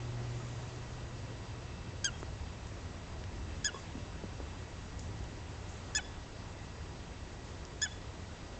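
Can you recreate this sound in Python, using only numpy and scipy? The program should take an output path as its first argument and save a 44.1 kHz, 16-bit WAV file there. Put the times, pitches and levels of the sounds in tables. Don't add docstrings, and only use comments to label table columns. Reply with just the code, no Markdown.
import sys
import numpy as np
from scipy import signal
from scipy.fft import rfft, irfft
from scipy.io import wavfile
from scipy.ndimage import uniform_filter1d

SR = 44100
rng = np.random.default_rng(int(sys.argv[2]) if len(sys.argv) > 2 else 0)


def generate_wav(sig):
    pcm = np.round(np.clip(np.atleast_2d(sig).T, -1, 1) * 32767).astype(np.int16)
    wavfile.write(sys.argv[1], SR, pcm)


def magnitude_from_level(level_db):
    exponent = np.asarray(level_db, float) / 20
    return 10 ** exponent


N = 378819


def rms_one(x):
    return x / np.sqrt(np.mean(x ** 2) + 1e-20)


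def in_time(rows, t):
    s, *columns = np.transpose(rows)
    return [np.interp(t, s, column) for column in columns]


def at_hz(points, hz):
    point_hz, db = np.array(points).T
    return np.interp(np.log(hz), np.log(point_hz), db)


def drift(rate):
    r = np.exp(-40 * np.pi * rate / SR)
    slow = signal.lfilter([1], [1, -2 * r, r * r], rng.standard_normal(N // 20 + 4002))
    slow = slow[4000:]
    return np.interp(np.arange(N) / 20, np.arange(len(slow)), rms_one(slow))


def resonance(x, hz, width_hz):
    r = np.exp(-np.pi * width_hz / SR)
    poles = [1, -2 * r * np.cos(2 * np.pi * hz / SR), r * r]
    return signal.lfilter([(1 - r * r) / 2, 0, (r * r - 1) / 2], poles, x)


def low_pass(x, order, hz):
    return signal.sosfilt(signal.butter(order, hz, fs=SR, output="sos"), x)


def add(out, s, sound):
    i = round(s * SR)
    out[i:i + len(sound)] += sound


def swells(rows, floor_db, t):
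    peaks = [db - 10 * np.where(t < s, (s - t) / rise, (t - s) / fall) for s, db, rise, fall in rows]
    return magnitude_from_level(np.maximum(np.max(peaks, axis=0), floor_db))


# [start t/s, onset f/Hz, top f/Hz, tail f/Hz, share of the fall done at the shoulder]
CALLS = [
    (2.0419, 1590, 1628, 1395, .72),
    (3.6438, 1632, 1725, 1440, .5),
    (5.948, 1650, 1764, 1505, .27),
    (7.8162, 1632, 1768, 1503, 0.47),
]
# [strength level/dB, top level/dB, fall level/dB, voice breaks after t/s, length t/s]
MANNER = [
    (0.5, -4, -9, .0445, 0.055),
    (0, 2, -4, .0445, 0.058),
    (-0.5, -0.5, -7, 0.04, 0.055),
    (-2.5, 3, 6, .042, 0.057),
]
# [half-pitch lines at onset level/dB, beak level/dB, throb level/dB, catch at the fall level/dB]
COLOUR = [
    (-4.5, 6, -2.5, -2),
    (-13, 3.5, -3, -10),
    (-12, 4.5, 0, -6),
    (-11, 11.5, -0.5, -3.5),
]
# [f/Hz, rms of a line level/dB]
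THROAT = [(800, -61.5), (1650, -36.5), (2500, -41), (3300, -40.5), (4200, -47), (4800, -36.5),
          (5150, -35.5), (5900, -33.5), (6700, -33), (7300, -28.5), (7700, -35), (8100, -35.5)]
# [f/Hz, dB per dB of effort]
EFFORT_SLOPE = [(800, -0.4), (1650, 0.11), (3300, 0), (5000, 0.76), (6700, 0.57)]
# [f/Hz, dB per dB of catch]
CATCH_SLOPE = [(1650, .5), (3300, .9), (6700, 1.1)]
BEAK_HZ, BEAK_WIDTH_HZ, BEAK_CLICK_DB = 3140, 300, -31
WEAK_DB = -27.5
PITCH_WOBBLE, LINE_WOBBLE_DB, BREATH_DB = .004, 0.4, -21


def bird():
    out, wobble = np.zeros(N), drift(170)
    for call, manner, colour in zip(CALLS, MANNER, COLOUR):
        start, end = call[0], call[0] + manner[-1]
        at = np.arange(round(start * SR), round(end * SR))
        t = at / SR
        pitch, effort, half_db, beak_db, catch_db = call_controls(t, call, manner, colour)
        soft_db = np.minimum(effort - WEAK_DB, 0)
        half_phase = np.pi * np.cumsum(pitch * (1 + PITCH_WOBBLE * wobble[at])) / SR
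        edges = np.clip(np.minimum((t - start) / 0.0019, (end - t) / 0.0094), 0, 1)
        for k in range(1, 11):
            hz = k * pitch / 2
            line_db = at_hz(THROAT, hz) + at_hz(EFFORT_SLOPE, hz) * effort
            line_db += (k % 2) * half_db
            line_db += soft_db * (hz > 4000) + at_hz(CATCH_SLOPE, hz) * catch_db
            line_db += beak_db * np.exp(-((hz - BEAK_HZ) / BEAK_WIDTH_HZ) ** 2)
            line_db += LINE_WOBBLE_DB * wobble[at - 1500 * k]
            breath = rms_one(uniform_filter1d(rng.standard_normal(len(t)), size=24))
            level = edges * (1 + magnitude_from_level(BREATH_DB) * breath) * np.sqrt(2) * magnitude_from_level(line_db)
            out[at] += level * np.cos(k * half_phase) * (hz < 8400)
        click = np.diff(rng.standard_normal(201)) * np.exp(-np.arange(200) / 60)
        add(out, start - .001, magnitude_from_level(BEAK_CLICK_DB) * click)
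    return out


STAGE_EFFORT = [-13.5, 5, -3.5, -3, -14, -24.5, -42.5, -44]
STAGE_HALF = [-13, -33.5, -35, -30, -27, -25, -22]
# [t/s, length t/s, half-pitch lines level/dB]
DOUBLING = [
    (5.978, 0.0093, 2),
    (5.985, 0.0046, 4.5),
    (6.003, .008, 5),
    (7.87, 0.0089, -5),
]
BURST_S, SETTLED_S, TOP_S, FALLING_S, SHOULDER_S = .003, 0.012, 0.022, .030, 0.0383
ONSET_SHARP, SETTLED_SHARE, FALLING_SHARE, TAIL_SAG = 0.043, .6, 0.28, .005
BEAK_OPENING, BEAK_CLOSED_DB = 0.97, -7.5
FIRST_CATCH_S, FIRST_CATCH_DB, THROB_S, BREAK_CATCH_DB = .0075, -16, .0066, -10
THROB_SAG, THROB_SAG_S = .012, .0028


def call_controls(t, call, manner, colour):
    start, onset, top, tail, shoulder = call
    strength_db, top_db, fall_db, break_s, length = manner
    onset_half_db, beak_db, throb_db, catch_db = colour
    stages = start + np.array([0, BURST_S, SETTLED_S, TOP_S, FALLING_S, SHOULDER_S, break_s, length])
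    settled, drop = onset + SETTLED_SHARE * (top - onset), top - tail
    pitch = [onset * (1 + ONSET_SHARP), onset, settled, top,
             top - FALLING_SHARE * drop, top - shoulder * drop, tail, tail * (1 - TAIL_SAG)]
    sag_at = start + FIRST_CATCH_S + 1.6 * THROB_S
    sag = 1 - THROB_SAG * np.exp(-((t - sag_at) / THROB_SAG_S) ** 2)
    held = [0, 0, 0, top_db, (top_db + fall_db) / 2, fall_db, 0, 0]
    effort = strength_db + np.array(STAGE_EFFORT) + held
    half_db = np.interp(t, stages, [STAGE_HALF[0], onset_half_db, *STAGE_HALF[1:]])
    for s, spread, db in DOUBLING:
        half_db = np.maximum(half_db, db - 10 * ((t - s) / spread) ** 2)
    beak = [0, 0, BEAK_OPENING * beak_db, beak_db] + [BEAK_CLOSED_DB] * 4
    catches = [(FIRST_CATCH_S, FIRST_CATCH_DB),
               (FIRST_CATCH_S + THROB_S, throb_db), (FIRST_CATCH_S + 2 * THROB_S, throb_db),
               (FALLING_S, catch_db), (break_s, BREAK_CATCH_DB)]
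    caught_db = sum(catch(t - start - s, db) for s, db in catches)
    return (sag * np.interp(t, stages, pitch), np.interp(t, stages, effort), half_db,
            np.interp(t, stages, beak), caught_db)


def catch(t, db):
    closing_s, opening_s, overshoot, settling_s = 0.0017, 0.0011, 0.33, 0.0046
    dip = np.exp(-(t / np.where(t < 0, closing_s, opening_s)) ** 2)
    return db * (dip - overshoot * (1 - dip) * (t > 0) * np.exp(-np.abs(t) / settling_s))


# [delay t/s, level/dB]
ECHOES = [
    (.024, -23),
    (.045, -23),
    (.088, -15),
    (.118, -25),
    (.15, -26),
    (.19, -29),
]
# [f/Hz, width f/Hz, level/dB]
WALLS = [
    (1700, 400, -10),
    (3450, 240, 0),
    (5150, 400, -10),
    (6900, 600, -24),
]
TAIL_DB, TAIL_START_S, TAIL_T60_S = -46, 0.012, .55


def house_fronts(x):
    t = np.arange(SR // 3) / SR
    paths = rng.standard_normal(len(t)) * (t > TAIL_START_S) * magnitude_from_level(TAIL_DB - 60 * t / TAIL_T60_S)
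    for delay, db in ECHOES:
        paths[round(delay * SR)] += magnitude_from_level(db)
    late = signal.fftconvolve(x, paths)[:N]
    return sum(magnitude_from_level(db) * resonance(late, hz, width) for hz, width, db in WALLS)


# [t/s, firing f/Hz, rms level/dB]
ENGINE = [
    (0.0, 119.5, -42),
    (0.3, 119.6, -40.5),
    (0.63, 121.5, -45.5),
    (0.8, 122.3, -48.5),
    (1.22, 120.1, -49),
    (2.3, 119.9, -56),
]
ORDER_DB = [0, -15, -12]
ORDER_FADE = [0, 23, 14]


def engine():
    t = np.arange(N) / SR
    hz, level_db = in_time(ENGINE, t)
    phase = 2 * np.pi * np.cumsum(hz) / SR
    gone = np.clip((2.5 - t) / 0.33, 0, 1)
    tones = 0
    for order, (db, fade) in enumerate(zip(ORDER_DB, ORDER_FADE), start=1):
        tones = tones + np.sqrt(2) * magnitude_from_level(level_db + db - fade * t) * np.sin(order * phase)
    return gone * tones


# [t/s, peak level/dB, f/Hz, time to fall 60 dB t/s, push -1 or 1]
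KNOCKS = [(.40, -48, 1270, .12, 1), (2.229, -19.5, 1220, 0.0015, -1), (2.229, -28, 332, 0.015, 1),
          (3.7438, -38, 1070, 0.041, 1), (3.745, -36, 480, 0.032, -1), (3.759, -41.5, 1090, 0.097, 1),
          (3.952, -29, 254, 0.035, 1), (3.979, -34, 230, 0.037, 1), (4.2366, -28, 420, 0.014, -1),
          (4.2412, -28, 190, 0.032, -1), (4.4012, -24, 415, 0.0077, -1), (4.405, -45, 298, .03, -1),
          (4.412, -28, 300, 0.0068, -1)]
# [t/s, peak level/dB, centre f/Hz, width f/Hz]
TICKS = [
    (.7604, -43, 6000, 2500),
    (2.2278, -46, 7100, 1187),
    (2.6693, -40, 6500, 2500),
    (3.2387, -37.5, 2630, 1200),
    (4.993, -36, 6400, 3000),
    (5.19, -41, 5530, 3000),
    (5.2394, -40, 6800, 2000),
    (7.6505, -33, 5800, 5000),
    (8.0152, -45, 4000, 1200),
]
# [t/s, peak level/dB, rise by 10 dB t/s, fall by
# 10 dB t/s]
RUSTLE = [(0.0, -67, .01, .06), (.35, -61.5, .08, .8), (1.19, -66, .01, .2), (2.21, -58.5, 0.037, 0.011),
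          (2.668, -63, .01, .06), (3.79, -58, .05, .06), (4.87, -65, .5, .08), (4.99, -58.5, .006, 0.1),
          (5.69, -59.5, .008, 0.23), (7.444, -64, .025, .2), (7.9, -64, .2, 0.18)]
RUSTLE_FLOOR_DB, CASE_CUT_HZ = -73, 2600
TICK_T60_S, CONTACT_CYCLES = 0.0071, 0.094


def camera():
    t = np.arange(N) / SR
    cloth = resonance(resonance(rng.standard_normal(N), 6700, 2400), 6700, 2400)
    out = swells(RUSTLE, RUSTLE_FLOOR_DB, t) * rms_one(cloth)
    short = t[:SR // 8]
    for s, db, hz, t60, push in KNOCKS:
        soft = (1 - np.exp(-short * hz / CONTACT_CYCLES)) ** 2
        knock = np.sign(push) * soft * magnitude_from_level(db - 60 * short / t60) * np.sin(2 * np.pi * hz * short)
        add(out, s, low_pass(knock, 2, CASE_CUT_HZ))
    for s, db, hz, width_hz in TICKS:
        burst = rng.standard_normal(len(short)) * magnitude_from_level(-60 * short / TICK_T60_S)
        burst = resonance(burst, hz, width_hz)
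        add(out, s, magnitude_from_level(db) * burst / np.abs(burst).max())
    return out


# [multiple of the whine, level/dB, wavering level/dB]
WHINES = [(1, -69, 0), (2, -69, 1), (4, -81, 0.8), (5, -73.5, 2.5), (6, -78.5, 1.7), (7, -81, 0.3),
          (8, -71, 0.3)]
# [f/Hz, level/dB]
SIDE_WHINES = [(7852, -83), (7882, -81)]
# [t/s, peak level/dB, rise t/s, fall t/s]
WHISTLE = [
    (1.2, -67.5, .2, .6),
    (1.87, -66.5, 1.7, 1.2),
    (3.69, -66, .7, 1.2),
    (5.7, -71, 1.5, .2),
    (6.41, -69, 0.17, 1.1),
]
WHINE_HZ, WHISTLE_HZ, WHISTLE_DRIFT_HZ, WHISTLE_FLOOR_DB = 960.9, 2656, 3, -81


def whines():
    t = np.arange(N) / SR
    out = sum(magnitude_from_level(db + waver_db * drift(6)) * np.sin(2 * np.pi * round(k) * WHINE_HZ * t)
              for k, db, waver_db in WHINES)
    out += sum(magnitude_from_level(db) * np.sin(2 * np.pi * hz * t) for hz, db in SIDE_WHINES)
    level = swells(WHISTLE, WHISTLE_FLOOR_DB, t) * magnitude_from_level(1.1 * drift(9))
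    hz = WHISTLE_HZ + WHISTLE_DRIFT_HZ * drift(1.5)
    return np.sqrt(2) * (out + level * np.sin(2 * np.pi * np.cumsum(hz) / SR))


# [t/s, level/dB]
HUSH = [(0.0, -47.5), (1.1, -46), (2.4, -44.5), (3.0, -46.5), (3.37, -42), (3.7, -46), (4.57, -45),
        (5.0, -44.5), (6.2, -46.5), (6.74, -45.5), (8.59, -49)]
# [f/Hz, level/dB]
RUMBLE = [(8.8, -46.5), (15, -9), (64, 1.5), (102, 1.5), (140, -11), (260, -14.5), (340, -24.5),
          (570, -120)]
# [f/Hz, level/dB]
HISS = [(88, -26), (150, 0), (216, -8.5), (362, -6), (414, -8), (983, -13), (1700, -17.5), (1980, -18),
        (2370, -20), (2580, -19.5), (3420, -21.5), (7480, -26.5), (8000, -28.5), (10400, -65.5),
        (17600, -120)]
HISS_DB, HISS_FOLLOWS, HISS_EARLY_DB, HISS_SETTLES_S = -50.5, .03, 2.5, 1.5


def street():
    t = np.arange(N) / SR
    rumble_db, = in_time(HUSH, t)
    hiss_db = HISS_DB + HISS_FOLLOWS * (rumble_db - rumble_db.mean())
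    hiss_db += HISS_EARLY_DB * np.exp(-t / HISS_SETTLES_S)
    rumble = magnitude_from_level(rumble_db) * banded_noise(RUMBLE, patchy_db=0.14)
    return rumble + magnitude_from_level(hiss_db) * banded_noise(HISS, patchy_db=0.72)


def banded_noise(spectrum, patchy_db):
    hz = np.maximum(np.fft.rfftfreq(N, 1 / SR), 1)
    coloured = rfft(rng.standard_normal(N)) * magnitude_from_level(at_hz(spectrum, hz))
    band = np.floor(1.5 * np.log2(np.clip(hz, spectrum[0][0], spectrum[-1][0])))
    together = drift(0.6)
    out = np.zeros(N)
    for b in np.unique(band):
        flicker = magnitude_from_level(patchy_db * (0.74 * together + drift(13)))
        out += irfft(coloured * (band == b), N) * flicker
    return rms_one(out)


def scene():
    voice = bird()
    return (voice + house_fronts(voice) + engine() + camera() + whines() + street())[None]


def top_cut(x):
    return signal.sosfilt(signal.butter(12, 9300, fs=SR, output="sos"), x)


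SAMPLING_HZ, EDGE_HZ = 16000, 7635
IMAGE_DB, IMAGE_HZ, CUTOFF_HZ = 0, 8420, 8120


def record(dry):
    kept = low_pass(dry, 24, EDGE_HZ)
    mirrored = 2 * kept * np.cos(2 * np.pi * SAMPLING_HZ * np.arange(N) / SR)
    image = low_pass(mirrored, 10, IMAGE_HZ)
    both = low_pass(kept + magnitude_from_level(IMAGE_DB) * image, 24, CUTOFF_HZ)
    return top_cut(both)


dry = scene()
out = record(dry)
generate_wav(out)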